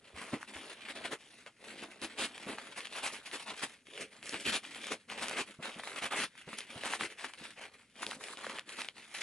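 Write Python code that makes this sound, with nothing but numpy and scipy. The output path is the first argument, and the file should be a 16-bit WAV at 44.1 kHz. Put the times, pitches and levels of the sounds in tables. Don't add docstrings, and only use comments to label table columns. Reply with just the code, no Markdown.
import sys
import numpy as np
from scipy import signal
from scipy.fft import rfft, irfft
from scipy.io import wavfile
from scipy.ndimage import uniform_filter1d

SR = 44100
rng = np.random.default_rng(int(sys.argv[2]) if len(sys.argv) > 2 else 0)


def file_out(sig):
    cols = np.atleast_2d(sig).T
    lim = np.clip(cols, -1, 1)
    pcm = np.round(lim * 32767).astype(np.int16)
    wavfile.write(sys.argv[1], SR, pcm)


N = 406602
FREQS = np.fft.rfftfreq(N, 1 / SR)

# panel_db, bag_db, fizz_db
STROKES = [(0.0, 0.13, -62, 7, -7, -3.5, -11.5), (0.15, 0.28, -51, -10, -0.5, -5.5, -8.5),
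           (0.462, 0.26, -49.5, 0.5, -6, -6, -9), (0.747, 0.17, -51, 2, -9.5, -9, -15),
           (0.933, 0.17, -50.5, -5.5, -13, -0.5, -11), (1.177, 0.25, -60.5, 1.5, -9, -7.5, -5.5),
           (1.586, 0.16, -52.5, 9, -8, -4, -9), (1.764, 0.32, -57.5, -16, -10, -2, -9.5),
           (2.05, 0.2, -53.5, 5, -10.5, -5.5, -11), (2.245, 0.31, -51, 6.5, -7, -7, -8.5),
           (2.559, 0.16, -52, 1, -4.5, -6.5, -10.5), (2.734, 0.12, -50, 6, -12, -10, -9),
           (2.889, 0.31, -47.5, -3, -6.5, -11.5, -9.5), (3.232, 0.18, -53.5, 14, -2.5, -13, -5),
           (3.444, 0.06, -47.5, 14, -1.5, -6, -13), (3.55, 0.19, -51, -13, -8.5, -10.5, -6.5),
           (3.847, 0.18, -53, 19.5, -26, -3.5, -9.5), (4.105, 0.13, -59.5, -8, -9, -4.5, -6.5),
           (4.215, 0.2, -48, 3.5, -15, -7, -4), (4.611, 0.32, -48, 8, -8.5, -9, -8.5),
           (5.075, 0.3, -44.5, 6.5, -5, -5.5, -10), (5.453, 0.049, -48.5, -2, -6, -7, -8.5),
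           (5.595, 0.086, -46, 13, -3.5, -9.5, -12.5), (5.713, 0.075, -51.5, 9.5, -4.5, -5.5, -10),
           (5.816, 0.17, -46.5, 4.5, -3, -9.5, -8.5), (6.28, 0.13, -60, 17, -16, -17, -11.5),
           (6.456, 0.2, -50, -5, -11, -12, -10.5), (6.68, 0.28, -47, 3.5, -6, -8.5, -9.5),
           (7.025, 0.1, -58.5, 17.5, -14, -7, -10.5), (7.17, 0.18, -52, -14, -4.5, -16, -8.5),
           (7.365, 0.14, -49, -3.5, -11, -11.5, -8.5), (7.56, 0.1, -48, -4.5, -5, -7, -13.5),
           (7.714, 0.15, -63.5, -14, -4.5, -8.5, -9), (7.935, 0.098, -53, 20, -2.5, -8.5, -7.5),
           (8.06, 0.093, -50.5, -8.5, -1, -3, -1.5), (8.186, 0.15, -50, -3, -1, -6, -4),
           (8.352, 0.21, -48.5, 5.5, -1, -6.5, -10), (8.653, 0.21, -49.5, -1.5, -9, -10.5, -8),
           (8.947, 0.16, -56, -9, -6.5, -10, -8), (9.087, 0.14, -46.5, 16, -8.5, -16, -6.5)]
# paper_db, panel_db, bag_db, fizz_db
REST_LEVELS = (-70, -86, -76, -78)
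# panel_db, bag_db, fizz_db
RIPS = [(0.322, 0.02, -41, -2, 5.5, -27), (0.873, 0.037, -44.5, -6, -10.5, -12.5),
        (0.95, 0.021, -46.5, -19, -9, -14), (1.034, 0.028, -38.5, -5, -7, -14.5),
        (1.104, 0.033, -42.5, 1.5, -1, -11), (1.455, 0.021, -52.5, 1.5, -8, -18),
        (1.817, 0.02, -46.5, 2, 2, -14), (2.01, 0.041, -42.5, -6, -1.5, -6),
        (2.172, 0.082, -37.5, -6.5, -8, -8), (2.461, 0.073, -52, 4.5, 5.5, -29),
        (2.57, 0.015, -50, 5, -8, -23), (2.759, 0.028, -45.5, 2.5, -9, -6.5),
        (2.939, 0.055, -47, 2, -14, -7), (3.02, 0.055, -39, -2, -12.5, -5.5),
        (3.115, 0.017, -49.5, -8, 1, 1.5), (3.248, 0.021, -44.5, -16, -14, -8.5),
        (3.315, 0.044, -43, -6.5, -6, -7.5), (3.616, 0.022, -35.5, -2, -7, -8),
        (3.998, 0.016, -47, -22, 3, 0.5), (4.317, 0.045, -41.5, -10, -5, -23),
        (4.442, 0.059, -34, -21, -8.5, -10), (4.512, 0.055, -34.5, -8.5, -10.5, -7.5),
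        (4.902, 0.022, -37.5, -5, 0, -7.5), (5.204, 0.034, -41, 1, -8, -5.5),
        (5.361, 0.053, -37.5, -3, -6, -10), (6.01, 0.056, -39, -0.5, -10, -16),
        (6.103, 0.038, -38, 1.5, -8, -26), (6.144, 0.1, -36.5, -7.5, -10, -9),
        (6.567, 0.021, -46, -23, -14, -3), (6.835, 0.039, -42, 3.5, -10, -10),
        (6.883, 0.07, -42.5, -4, -13.5, -6.5), (6.987, 0.07, -40.5, -4.5, -6.5, -10.5),
        (7.226, 0.027, -42.5, -3, -6.5, -12), (8.771, 0.04, -44, -1.5, -10.5, -9)]
# start_s, level_db, pitch_hz
SNAPS = [(0.429, -28.5, 1580), (0.5662, -35, 1500), (0.853, -36, 2550), (0.9549, -41, 2390),
         (1.4632, -33.5, 2100), (2.017, -29, 4300), (2.3796, -30, 2644), (2.4886, -35, 1420),
         (2.5844, -29.5, 1460), (2.8054, -27, 2630), (2.8547, -29.5, 2900), (2.871, -29, 2920),
         (3.3141, -31, 2900), (3.627, -36, 1510), (3.8698, -40, 2430), (3.977, -28, 2580),
         (4.228, -33.5, 2540), (4.258, -29.5, 7000), (4.294, -22.5, 5560), (4.3429, -21.5, 2240),
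         (4.6354, -39, 2150), (4.6512, -30, 2240), (4.747, -31, 3070), (4.8398, -31, 1710),
         (4.869, -27.5, 8500), (4.9195, -29, 700), (5.0999, -27.5, 2520), (5.2836, -24, 6600),
         (5.296, -26.5, 8540), (5.3119, -27, 2270), (5.6265, -32, 2120), (5.65, -34, 1860),
         (5.6955, -37, 2010), (5.7965, -31, 1590), (5.836, -32, 1900), (5.8737, -27.5, 1970),
         (5.9631, -31, 3240), (5.9815, -30, 2140), (6.3535, -44.5, 2130), (6.5302, -34, 1120),
         (6.587, -24, 7500), (6.606, -26, 3120), (6.8358, -24.5, 1910), (6.936, -21.5, 1700),
         (7.0096, -21.5, 1900), (7.2444, -24, 1690), (7.3366, -32, 2670), (7.4527, -32, 2400),
         (7.6534, -33, 1960), (8.0306, -27, 1380), (8.066, -20, 3200), (8.112, -26, 3100),
         (8.1191, -27.5, 1240), (8.131, -29.5, 1620), (8.239, -29.5, 2580), (8.2846, -31.5, 2330),
         (8.3723, -29.5, 2900), (8.4445, -32, 1500), (8.467, -24.5, 1700), (8.4968, -26.5, 2460),
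         (8.5776, -34, 2070), (8.586, -24.5, 2300), (8.594, -25, 2850), (8.6936, -29.5, 2720),
         (8.818, -21.5, 2850), (8.8467, -30, 2680), (8.8868, -23.5, 3030), (9.1457, -32, 2300),
         (9.149, -26.5, 2720)]
# start_s, level_db, pitch_hz
BUMPS = [(0.139, -43.5, 80), (0.332, -27, 140), (0.555, -45, 83), (2.465, -36.5, 206), (4.912, -39, 255),
         (5.588, -37, 154), (5.762, -43.5, 223), (6.472, -34.5, 151), (6.53, -40, 262), (6.757, -38, 117),
         (7.411, -42, 191), (8.065, -36, 380), (8.165, -42, 250)]
# frequency_hz, relative_db_per_hz
PAPER_COLOUR = [(500, -43), (900, -24), (1400, -3), (2100, 2.5), (2700, 2), (3500, -1.5), (4400, -7.5),
                (5500, -21.5), (8000, -28)]
# frequency_hz, relative_db_per_hz
PANEL_COLOUR = [(300, -23), (550, -5), (780, 0), (1200, 1), (1700, -3.5), (3000, -18)]
# frequency_hz, relative_db_per_hz
BAG_COLOUR = [(25, -33), (50, -23), (80, -15), (130, -10.5), (186, -7.5), (212, 3.5), (260, 1.5), (330, 1),
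              (440, 2), (620, -2), (800, -10), (1300, -12), (2500, -51)]
# frequency_hz, relative_db_per_hz
FIZZ_COLOUR = [(2500, -22), (4200, 1.5), (6500, -0.5), (11000, 0), (13000, -121)]
# frequency_hz, relative_db_per_hz
AIR_COLOUR = [(25, -10), (100, 3), (250, 7), (550, -22), (11000, -13.5)]
# frequency_hz, gain_db
STEREO_WIDTH = [(250, -20.5), (1200, -9.5), (2500, -11.5), (4200, -6.5), (9000, -7.5)]
# frequency_hz, lead_radians
LEFT_LEAD = [(2400, 0.032), (4400, 1.13), (9000, 0.48)]
# frequency_hz, left_minus_right_db
LEFT_BALANCE = [(250, 0), (1000, 0.3), (8000, 1.2)]

STROKE_ATTACK_S, STROKE_RELEASE_S = 0.029, 0.028
RIP_ATTACK_S, RIP_RELEASE_S = 0.022, 0.013
ROOM_T60_S = 0.1
AIR_DB, CUTOFF_HZ = -71.5, 11200


def amp(db):
    return 10 ** (np.asarray(db) / 20)


def unit(x):
    return x / np.sqrt(np.mean(x ** 2) + 1e-20)


def read(points, hz=FREQS):
    point_hz, value = np.transpose(points)
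    return np.interp(np.log(hz + 1), np.log(point_hz), value)


def add(mix, start_s, sound):
    part = mix[max(round(start_s * SR), 0):][:len(sound)]
    part += sound[:len(part)]


def colour(x, points):
    return irfft(rfft(x) * amp(read(points)), N)


def effort(moves, attack_s, release_s):
    power = np.zeros((4, N))
    for start, length, db, swell_db, *others_db in moves:
        age = np.arange(0, length + 8 * release_s, 1 / SR)
        build_up = np.minimum(age / attack_s, 1)
        die_away = np.exp(-np.maximum(age - length, 0) / release_s)
        swell = swell_db * (np.minimum(age / length, 1) - .5)
        gain = build_up * die_away * amp(db + swell)
        for layer, layer_db in zip(power, (0, *others_db)):
            add(layer, start, (gain * amp(layer_db)) ** 2)
    return np.sqrt(power)


def crackle(per_s, spread_db, ring_s, spectrum, steady_s, grip_s=.035, count=16):
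    at = rng.integers(0, N, int(per_s * N / SR))
    size_db = spread_db * np.minimum(rng.exponential(1, len(at)), 4.5)
    size = amp(size_db) * rng.choice([-1, 1], len(at))
    grip = (at / (grip_s * SR) + 2 * rng.random(len(at))).astype(int)
    which = rng.integers(0, count, grip.max() + 1)[grip]
    t = np.arange(256) / SR
    facets = rng.standard_normal((2, count, len(t))) * np.exp(-t / ring_s)
    facets /= np.linalg.norm(facets, axis=2, keepdims=True)
    place = (at[:, None] + np.arange(len(t))).ravel()
    grains = np.array([np.bincount(place, (size[:, None] * f[which]).ravel(), N)[:N] for f in facets])
    together = np.sqrt((abs(rfft(facets, 1024)) ** 2).mean(1))
    together = np.array([np.interp(FREQS, np.fft.rfftfreq(1024, 1 / SR), g) for g in together])
    grains = irfft(rfft(grains) / together * amp(read(spectrum)), N)
    span = max(int(steady_s * SR), 64)
    power = uniform_filter1d(uniform_filter1d(grains[0] ** 2, span), span)
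    return grains / np.sqrt(abs(power) + 1e-20)


def slips(per_s, fade_s, slip_db, even_s, snap_slip):
    jumps = (rng.random(N) < per_s / SR) * rng.uniform(0.3, 1, N)
    for start, _, _ in SNAPS:
        jumps[round(start * SR)] += abs(snap_slip)
    fading = signal.lfilter([1], [1, -np.exp(-1 / (fade_s * SR))], jumps)
    power = 1 + amp(slip_db) ** 2 * fading
    return np.sqrt(power / uniform_filter1d(power, max(int(even_s * SR), 64)))


def flip(hz, cycles, count=600):
    turns = np.arange(count) * hz / SR
    return turns / cycles * np.exp(1 - turns / cycles) * np.sin(2 * np.pi * (turns + rng.random()))


def crinkles(level, per_s, low_hz, high_hz, over_db, most_db, cycles=0.52):
    out = np.zeros((2, N))
    for when, pitch, size, place in rng.random((int(per_s * N / SR), 4)):
        limited = min(level[int(when * N)] * amp(over_db), amp(most_db))
        peak = limited * (.5 + size) / 2 ** .5
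        tick = peak * flip(low_hz * (high_hz / low_hz) ** pitch, cycles)
        add(out[0], when * N / SR, tick)
        add(out[1], when * N / SR, tick * (2 * place - 1))
    return out


def handling(paper_db=-0.8, panel_db=-0.67, bag_db=-0.2, fizz_db=0.0):
    strokes = effort(STROKES, STROKE_ATTACK_S, STROKE_RELEASE_S)
    paper, panel, bag, fizz = np.hypot(strokes, amp(REST_LEVELS)[:, None])
    sheet = (amp(paper_db) * paper * crackle(2400, 1.8, 0.001, PAPER_COLOUR, 0.079)
             + amp(panel_db) * panel * crackle(1100, 4.0, 0.0017, PANEL_COLOUR, 0.1)
             + amp(fizz_db) * fizz * crackle(2600, 1.9, 0.00053, FIZZ_COLOUR, 0.034))
    sheet = sheet * slips(per_s=32, fade_s=0.017, slip_db=9.5, even_s=0.11, snap_slip=0.39)
    flex = amp(bag_db) * bag * crackle(700, 3.2, 0.0024, BAG_COLOUR, 0.042)
    paper_ticks = crinkles(paper, 36, 1430, 4400, 11.6, -45)
    fizz_ticks = crinkles(fizz, 30, 3300, 10300, 16.3, -27)
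    return sheet + flex + paper_ticks + fizz_ticks


def room_air():
    noise = rng.standard_normal((2, N))
    return amp(AIR_DB) * unit(colour(noise, AIR_COLOUR))


def room(x, first_s=0.0062):
    t = np.arange(SR // 2) / SR
    echoes = rng.standard_normal((2, len(t))) * (rng.random((2, len(t))) < 3000 / SR)
    tail = echoes * (t > first_s) * amp(-60 * t / ROOM_T60_S)
    return signal.fftconvolve(x[None], tail / np.linalg.norm(tail[0]), axes=1)[:, :N]


def bumps(cycles=0.61, level_db=-9.0, air_db=-14, air_hz=225, air_s=0.012, scuff_db=-13, scuff_s=0.0091):
    (thuds, scuffs), t = np.zeros((2, N)), np.arange(SR // 6) / SR
    for start, db, hz in BUMPS:
        age = t * hz / cycles
        thud = age * np.exp(1 - age) * np.sin(2 * np.pi * hz * t)
        air_share = min(2 * hz / air_hz, 1) ** 2
        air = (1 - np.exp(-age)) * np.exp(-t / air_s) * np.sin(2 * np.pi * air_hz * t)
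        add(thuds, start, amp(db + level_db) * thud + 2 * air_share * amp(db + air_db) * air)
        add(scuffs, start, amp(db + scuff_db) * t / scuff_s * np.exp(1 - t / scuff_s))
    return thuds + scuffs * crackle(900, 1.3, 0.0043, BAG_COLOUR, 0.031)[0]


def rips(paper_db=0.15, panel_db=0.3, bag_db=1.1, fizz_db=1.4, brighten_db=3):
    def gains(swell_db):
        moves = [(start, length, db, swell_db, *others_db) for start, length, db, *others_db in RIPS]
        return effort(moves, RIP_ATTACK_S, RIP_RELEASE_S)

    _, panel, bag, _ = gains(-brighten_db)
    paper = gains(0)[0]
    fizz = gains(brighten_db)[3]
    tear = (amp(paper_db) * paper * crackle(2800, 2.1, 0.00078, PAPER_COLOUR, 0.026)
            + amp(panel_db) * panel * crackle(1500, 1.9, 0.00061, PANEL_COLOUR, 0.016)
            + amp(bag_db) * bag * crackle(1200, 3.3, 0.0033, BAG_COLOUR, 0.045)
            + amp(fizz_db) * fizz * crackle(3500, 1.8, 0.00036, FIZZ_COLOUR, 0.0079))
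    return tear * slips(per_s=90, fade_s=0.0056, slip_db=-0.5, even_s=0.033, snap_slip=0)


def crumbles(paper_db=-20, panel_db=-25, before_s=0.001, after_s=0.0031):
    gain, t = np.zeros(N), np.arange(-SR // 20, SR // 20) / SR
    for start, db, _ in SNAPS:
        add(gain, start + t[0], amp(db) * np.exp(-abs(t) / np.where(t < 0, before_s, after_s)))
    return gain * (amp(paper_db) * crackle(1800, 8.7, 0.00057, PAPER_COLOUR, 0.009)
                   + amp(panel_db) * crackle(1200, 2.4, 0.0005, PANEL_COLOUR, 0.014))


def snaps(cycles=0.51, chip_db=-11, chip_s=0.00043, flap_db=-14, flap_slope=4.4, flap_hz=750, flap_s=0.00084,
          low_cut_hz=420, apart_db=-8, again_db=-9, again_s=0.00148, level_db=-1.0):
    out, t = np.zeros((2, N)), np.arange(600) / SR
    usual_hz = np.median(np.array(SNAPS)[:, 2])
    for start, db, hz in SNAPS:
        chip = rng.standard_normal((2, len(t))) * np.exp(-t / chip_s)
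        chip_gain = amp(chip_db) * hz / usual_hz
        flap = flip(flap_hz * 2 ** rng.uniform(-0.55, 1.0), flap_s * flap_hz)
        flap_gain = min(amp(flap_db) * (usual_hz / hz) ** flap_slope, .5)
        fold = flip(hz, cycles) + chip_gain * chip[0] + flap_gain * flap
        add(out[0], start, amp(db + level_db) * fold)
        neighbour = flip(hz * 2 ** rng.uniform(-0.44, 1), cycles)
        add(out[0], start + again_s * rng.uniform(.5, 1), amp(db + again_db) * neighbour)
        add(out[1], start, amp(db + apart_db) * chip[1])
    return signal.sosfilt(signal.butter(2, low_cut_hz, "high", fs=SR, output="sos"), out)


def pair(shared, apart):
    mid, side = rfft(shared), rfft(apart) * amp(read(STEREO_WIDTH))
    lean = amp(read(LEFT_BALANCE) / 2) * np.exp(.5j * read(LEFT_LEAD))
    return irfft(np.array([(mid + side) * lean, (mid - side) / lean]), N)


def scene(room_db=-15, handling_db=-0.78, rips_db=0):
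    mailer = amp(handling_db) * handling() + amp(rips_db) * rips() + snaps() + crumbles()
    mailer[0] += bumps()
    echoes = amp(room_db) * room(mailer[0])
    shared, apart = mailer + echoes + room_air()
    return pair(shared, apart)


def record(dry):
    low_pass = signal.firwin(511, CUTOFF_HZ, window=("kaiser", 8), fs=SR)
    return signal.oaconvolve(dry, low_pass[None], "same")


dry = scene()
out = record(dry)
file_out(out)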